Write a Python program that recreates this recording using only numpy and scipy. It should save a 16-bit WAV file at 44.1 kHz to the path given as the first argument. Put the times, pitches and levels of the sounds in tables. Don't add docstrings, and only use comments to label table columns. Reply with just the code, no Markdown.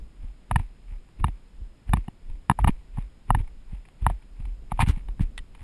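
import sys
import numpy as np
from scipy import signal
from scipy.fft import rfft, irfft
from scipy.io import wavfile
from scipy.ndimage import uniform_filter1d

SR = 44100
rng = np.random.default_rng(int(sys.argv[2]) if len(sys.argv) > 2 else 0)


def generate_wav(signal):
    frames = np.transpose(np.atleast_2d(signal))
    scaled = np.clip(frames, -1, 1) * 32767
    pcm = np.round(scaled).astype(np.int16)
    wavfile.write(sys.argv[1], SR, pcm)


N = 248283

# (frequency [Hz], rms level [dB])
WHINE_TONES = [(5040, -86.5), (5088, -86.5), (6912, -90.5), (6960, -88)]
# (frequency [Hz], relative level [dB])
AIR_SPECTRUM = [(20, -13), (45, -9), (80, -10.5), (150, -11), (260, -15), (450, -22.5), (900, -28),
                (1600, -31.5), (2500, -31.5), (4000, -37), (5200, -40.5), (6000, -51.5), (7000, -42.5),
                (9000, -42), (11500, -49)]
AIR_RMS_DB = -58.5
# (time [s], rms level [dB])
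RUMBLE_LEVELS = [(0, -34.5), (.15, -53), (2, -52), (2.5, -44.5), (3.2, -51), (3.5, -42.5), (3.8, -53),
                 (4.3, -51.5), (4.6, -40.5), (5.3, -39), (5.63, -45.5)]
# (frequency [Hz], relative level [dB])
RUMBLE_SPECTRUM = [(8, -8), (20, -3), (42, -5), (60, -8), (90, -25), (200, -30), (500, -44), (2000, -70.5)]

# (time [s], peak level [dB])
CLINK_EVENTS = [(5.378, -29), (5.3794, -23.5), (5.389, -31.5)]
# (frequency [Hz], relative level [dB], 60 dB decay time [s])
BUCKLE_PARTIALS = [(1932, 9, 0.024), (2720, 4, 0.0078), (3560, 8.5, 0.0094), (5100, -33, 0.033),
                   (6960, -27, .03), (8330, -3, 0.016), (10000, -5.5, 0.025)]
# (frequency [Hz], relative level [dB])
SNAP_SPECTRUM = [(500, -12), (1400, 2), (2000, -17), (2900, 8), (4100, -4), (6100, -39), (8300, -3),
                 (10500, -13), (11800, -47)]

# (peak time [s], level [dB], rise [s], fall [s])
SPRAY_EVENTS = [(4.889, -37.5, 0.011, 0.023), (5.218, -48, 0.0077, 0.017)]
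# (frequency [Hz], relative level [dB])
SAND_SPECTRUM = [(300, -7), (480, -21), (850, -2), (1300, -0.5), (2100, 0), (3100, -2), (4200, -9.5),
                 (5400, -14), (6200, -17), (7200, -15), (8900, -10), (11000, -20), (12300, -12)]
# (frequency [Hz], relative level [dB])
GRIT_SPECTRUM = [(200, -7.5), (500, -18), (850, 7), (1400, -6.5), (2300, 3), (3100, -6), (4200, -15.5),
                 (6100, -34.5), (7500, -24.5), (9500, -10.5), (11200, -18.5), (12300, -31)]
# (peak time [s], level [dB])
SKID_EVENTS = [(2.505, -46), (2.603, -46.5), (2.681, -31.5), (4.717, -50), (4.812, -19.5)]
SKID_RISE_S, SKID_FALL_S = 0.0083, 0.013
# (time [s], level [dB])
STALK_SNAPS = [(1.089, -59), (3.477, -51), (3.853, -50), (3.885, -51.5), (4.223, -52.5), (4.454, -48.5),
               (5.55, -46.5)]
STALK_RISE_S, STALK_FALL_S = 0.00084, 0.0059

# (main beat time [s], weight [dB], grit trim [dB], stretch of the delays [ratio])
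STRIDE_EVENTS = [(.560, -2.5, 0.5, 0.95), (1.243, -3, -2.5, 0.92), (1.935, -.5, -0.5, .97),
                 (2.645, 1, 1, 0.98), (3.349, 0, -1, 1.25), (4.066, -1, -1.5, 0.96)]
# (delay before stretch [s], level before weight [dB], pitch [Hz], half length [s])
STRIDE_THUD_SHAPES = [(-.037, -23, 76, .0048), (.004, -17.5, 75.9, 0.0037), (.02, -22, 59.6, 0.0026),
                      (.045, -21.5, 86, .0042)]
# (delay before stretch [s], level before weight [dB], rise [s], fall [s])
STRIDE_SWAY_SHAPES = [(-.017, -17, 0.021, 0.034), (.032, -21, 0.024, 0.055)]
# (delay before stretch [s], level before trim [dB], rise [s], fall [s])
STRIDE_CRUNCH_SHAPES = [(-.044, -52.5, 0.018, 0.014), (.005, -55.5, 0.026, 0.081),
                        (.035, -44.5, .009, .014)]
# (time [s], thud [dB], pitch [Hz], sway [dB], grit [dB])
LIGHT_STEPS = [(0.241, -31.5, 58, -30, -62), (.921, -35, 57, -30, -62), (1.614, -32, 52, -31, -83),
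               (2.303, -32.5, 50.7, -27.5, -63.5), (2.986, -21.5, 109, -26.5, -56),
               (3.732, -30.5, 113, -30.5, -59), (4.403, -30.5, 79, -34.5, -61.5),
               (4.475, -31.5, 48.7, -26.5, -64), (5.617, -35, 73.6, -41.5, -57)]
STEP_SWAY_LAG_S, STEP_SWAY_RISE_S, STEP_SWAY_FALL_S = 0.0092, 0.051, 0.06
STEP_GRIT_RISE_S, STEP_GRIT_FALL_S = 0.037, 0.053
# (time [s], thud [dB], pitch [Hz], sway [dB], grit [dB])
JUMP_JOLTS = [(4.745, -31, 50, -25, -62.5), (4.805, -20.5, 78, -29, -44), (4.837, -12.5, 67, -22, -55),
              (4.878, -16, 107, -34, -42), (4.9, -10, 61, -25, -47), (4.944, -34, 60, -21.5, -56.5),
              (4.975, -27.5, 139, -43, -52.5), (5.1, -37, 57.5, -25.5, -65.5),
              (5.211, -13.5, 105.5, -32, -51.5), (5.239, -26, 56, -19.5, -60),
              (5.405, -38, 49.6, -32.5, -74)]
JUMP_RISE_S, JUMP_FALL_S = 0.021, 0.03
SWAY_HZ = 32.9
# (frequency [Hz], relative level [dB])
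EARTH_SPECTRUM = [(40, -16), (110, -7), (200, 1.5), (280, -4.5), (400, -14.5), (600, -29.5), (1500, -55.5),
                  (4000, -91)]
THUD_HALF_CYCLES = 0.21

# (time [s], peak level [dB], brightness [dB], rattle trim [dB], thump peak [dB], thump pitch [Hz])
KNOCK_EVENTS = [(.512, -13.5, 4, -4.5, -19.5, 99), (0.5593, -11, 12.5, -3, -14.5, 112),
                (.597, -33, 6, -10, -29, 101), (1.2424, -10.5, 4, 0, -16.5, 124),
                (1.2828, -29, 7.5, -8, -27.5, 85), (1.893, -35.5, 9, -1, -31.5, 111.3),
                (1.9346, -10.5, 8.5, 2, -13, 145), (1.97, -30.5, -14, 0, -26, 110),
                (2.081, -32.5, 1, -1, -24.5, 154), (2.498, -4, 12, -10.5, -11.5, 135),
                (2.513, -15, 3, -2.5, -17, 138), (2.5891, -16.5, -6, 4, -29.5, 90.5),
                (2.644, -13.5, 4.5, 2, -16, 135), (2.674, -15, -12, 2, -14.5, 73.6),
                (2.6802, -12, 7.5, -7, -23, 100), (2.69, -24, 7, -2, -11, 166),
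                (2.973, -36, -1, -2, -35, 112), (2.983, -33.5, 1, 9, -32.5, 110),
                (3.305, -5.5, 3.5, -14.5, -13.5, 99.7), (3.348, -14, 6, 9, -16, 130.6),
                (4.0655, -5.5, 6, -8.5, -18.5, 106), (4.0998, -21.5, -5, -1, -24, 95),
                (4.719, -17.5, 3, -4.5, -23, 128.7), (4.7924, -13, -2.5, -9.5, -27, 89.7),
                (4.8019, -17, -8, 8, -23, 85), (4.81, -17.5, 15, -18, -29, 100),
                (4.825, -19, 4, -10, -17, 125), (5.086, -35.5, 6, -3, -38.5, 242),
                (5.195, -34, 13, -8, -23.5, 136)]
# (nominal frequency [Hz], skirt width [Hz], relative level [dB])
CASE_MODES = [(916, 209, 8.5), (1211, 133.7, -3.5), (735.7, 72, -6), (250, 170, -14.5), (1762, 265, -14.5),
              (2350, 260, -26.5), (2840, 233, -24), (3662, 338, -30), (4710, 880, -49), (7200, 409, -49.5),
              (8350, 510, -32.5), (9374, 170, -24.5), (10110, 247, -24), (11020, 430, -18.5)]
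# (frequency [Hz], relative level [dB])
RATTLE_SPECTRUM = [(300, -10), (1000, -10), (2000, 1.5), (12000, -4.5)]
KNOCK_HZ, KNOCK_HZ_PER_DB = 955.7, 3
THUMP_DELAY_S = 0.0047

EDGE_HZ = 12200


def amp(db):
    return 10 ** (np.asarray(db) / 20)


def evened(x):
    return x / np.sqrt(np.mean(x ** 2) + 1e-20)


def add(mix, time_s, sound):
    part = mix[max(round(time_s * SR), 0):][:len(sound)]
    part += sound[:len(part)]


def seconds(size):
    return np.arange(size) / SR


def coloured(x, points):
    hz, db = np.transpose(points)
    f = np.fft.rfftfreq(len(x), 1 / SR)
    gain = amp(np.interp(np.log(f + 1), np.log(hz), db))
    return evened(irfft(rfft(x) * gain, len(x)))


def sparse_grains(grains_per_s):
    return rng.standard_normal(N) * (rng.random(N) < grains_per_s / SR)


def causal(gain):
    log_gain = np.log(np.maximum(gain, 1e-5))
    circle = np.concatenate([log_gain, log_gain[-2:0:-1]])
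    return np.fft.ifft(np.exp(np.conj(signal.hilbert(circle)))).real


def swell(time_s, rise_s, fall_s, steepness):
    t = seconds(N)
    distance = np.maximum((time_s - t) / rise_s, (t - time_s) / fall_s)
    return np.exp(-np.minimum(distance, 20) ** steepness)


def whine():
    out = np.zeros(N)
    for hz, db in WHINE_TONES:
        out += amp(db) * evened(np.sin(2 * np.pi * (hz * seconds(N) + rng.random())))
    return out


def wind():
    rumble_db = np.interp(seconds(N), *np.transpose(RUMBLE_LEVELS))
    rumble = amp(rumble_db) * coloured(rng.standard_normal(N), RUMBLE_SPECTRUM)
    air = amp(AIR_RMS_DB) * coloured(rng.standard_normal(N), AIR_SPECTRUM)
    return rumble + air


def tack(snap_db=2, snap_decay_s=0.0039, size=4096):
    out, t = np.zeros(N), seconds(size)
    for time_s, peak_db in CLINK_EVENTS:
        ring = np.zeros(size)
        for hz, db, t60_s in BUCKLE_PARTIALS:
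            ring += amp(db) * 1e-3 ** (t / t60_s) * np.sin(2 * np.pi * (hz * t + rng.random()))
        snap = coloured(rng.standard_normal(size), SNAP_SPECTRUM) * np.exp(-t / snap_decay_s)
        clink = ring + amp(snap_db) * snap
        add(out, time_s, amp(peak_db) * clink / abs(clink).max())
    return out


def spray(grains_per_s=4500):
    level = sum(amp(db) * swell(s, rise, fall, steepness=2.4) for s, db, rise, fall in SPRAY_EVENTS)
    return level * coloured(sparse_grains(grains_per_s), SAND_SPECTRUM)


def crunches():
    rows = []
    for s, _, trim_db, stretch in STRIDE_EVENTS:
        for delay, db, rise, fall in STRIDE_CRUNCH_SHAPES:
            rows.append((s + stretch * delay, db + trim_db, rise, fall))
    rows += [(s, db, STEP_GRIT_RISE_S, STEP_GRIT_FALL_S) for s, *_, db in LIGHT_STEPS]
    rows += [(s, db, JUMP_RISE_S, JUMP_FALL_S) for s, *_, db in JUMP_JOLTS]
    rows += [(s, db, SKID_RISE_S, SKID_FALL_S) for s, db in SKID_EVENTS]
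    return rows + [(s, db, STALK_RISE_S, STALK_FALL_S) for s, db in STALK_SNAPS]


def grit(grains_per_s=2200, smooth=0.46, level_db=-1, clump_samples=200, clump_db=4.0):
    power = np.zeros(N)
    for s, db, rise, fall in crunches():
        power += (amp(db) * swell(s, rise, fall, steepness=1.34)) ** 2
    cracks = evened(sparse_grains(grains_per_s))
    clumps = amp(clump_db * evened(uniform_filter1d(rng.standard_normal(N), clump_samples)))
    texture = coloured(clumps * cracks + smooth * rng.standard_normal(N), GRIT_SPECTRUM)
    return amp(level_db) * np.sqrt(power) * texture


def sways():
    rows = []
    for s, weight_db, _, stretch in STRIDE_EVENTS:
        for delay, db, rise, fall in STRIDE_SWAY_SHAPES:
            rows.append((s + stretch * delay, db + weight_db, rise, fall))
    rows += [(s + STEP_SWAY_LAG_S, db, STEP_SWAY_RISE_S, STEP_SWAY_FALL_S)
             for s, _, _, db, _ in LIGHT_STEPS]
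    return rows + [(s, db, JUMP_RISE_S, JUMP_FALL_S) for s, _, _, db, _ in JUMP_JOLTS]


def sway(wander=0.3, level_db=-1, smooth_samples=1100):
    noise = uniform_filter1d(rng.standard_normal(N), smooth_samples)
    drift = evened(uniform_filter1d(noise, smooth_samples))
    turns = np.cumsum(SWAY_HZ * (1 + wander * drift)) / SR
    out = np.zeros(N)
    for s, db, rise, fall in sways():
        rocking = -np.sqrt(2) * np.cos(2 * np.pi * (turns - np.interp(s, seconds(N), turns)))
        envelope = uniform_filter1d(swell(s, rise, fall, steepness=1.25), smooth_samples // 4)
        out += amp(db + level_db) * envelope * rocking
    return out


def thuds():
    rows = []
    for s, weight_db, _, stretch in STRIDE_EVENTS:
        for delay, db, hz, half_s in STRIDE_THUD_SHAPES:
            rows.append((s + stretch * delay, db + weight_db, hz, half_s))
    rows += [(s, db, hz, THUD_HALF_CYCLES / hz) for s, db, hz, _, _ in LIGHT_STEPS + JUMP_JOLTS]
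    return rows + [(s + THUMP_DELAY_S, db, hz, THUD_HALF_CYCLES / hz) for s, *_, db, hz in KNOCK_EVENTS]


def footfalls(earth_db=-19, spread=2.0, size=8192):
    out, t = np.zeros(N), seconds(size) - size / 2 / SR
    for time_s, peak_db, hz, half_s in thuds():
        push = np.sin(2 * np.pi * hz * t) / np.cosh(t / half_s)
        earth = coloured(rng.standard_normal(size), EARTH_SPECTRUM) / np.cosh(t / (spread * half_s))
        thud = push / abs(push).max() + amp(earth_db) * earth
        add(out, time_s + t[0], amp(peak_db) * thud)
    return out


def knocks(scatter_db=3.03, rattle_decay_s=0.0017, skirt_power=1.864, chatter_db=4,
           top_share=0.45, size=2048, main_count=3):
    out, t, f = np.zeros(N), seconds(size), np.fft.rfftfreq(size, 1 / SR)
    mode_hz, width_hz, mode_db = np.transpose(CASE_MODES)
    is_main = np.arange(len(CASE_MODES)) < main_count
    lift = np.interp(mode_hz, [1300, 1700, 5000, 8000], [0, 1, 1, top_share])
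    for time_s, peak_db, bright_db, rattle_db, _, _ in KNOCK_EVENTS:
        first_hz = KNOCK_HZ + KNOCK_HZ_PER_DB * peak_db
        centre_hz = mode_hz * np.where(is_main, first_hz / mode_hz[0], 1)
        scatter = scatter_db * rng.standard_normal(len(CASE_MODES))
        gain = amp(mode_db + lift * (bright_db + scatter))
        offset = (f[:, None] - centre_hz) / width_hz
        ring = causal((gain / (1 + offset ** 2) ** skirt_power).sum(1))
        rattle = coloured(rng.standard_normal(size), RATTLE_SPECTRUM)
        rattle *= np.sqrt(t) * np.exp(-t / rattle_decay_s)
        chatter = signal.fftconvolve(ring, rattle / np.linalg.norm(rattle))[:size]
        knock = ring + amp(rattle_db + chatter_db) * chatter
        add(out, time_s, amp(peak_db) * knock / abs(knock).max())
    return out


def scene():
    background = whine() + wind()
    ground = spray() + grit() + footfalls()
    return (background + tack() + ground + sway() + knocks())[None]


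def record(dry):
    low_pass = signal.firwin(255, EDGE_HZ, window=("kaiser", 9), fs=SR)
    return signal.oaconvolve(dry, low_pass[None], "same")


dry = scene()
out = record(dry)
generate_wav(out)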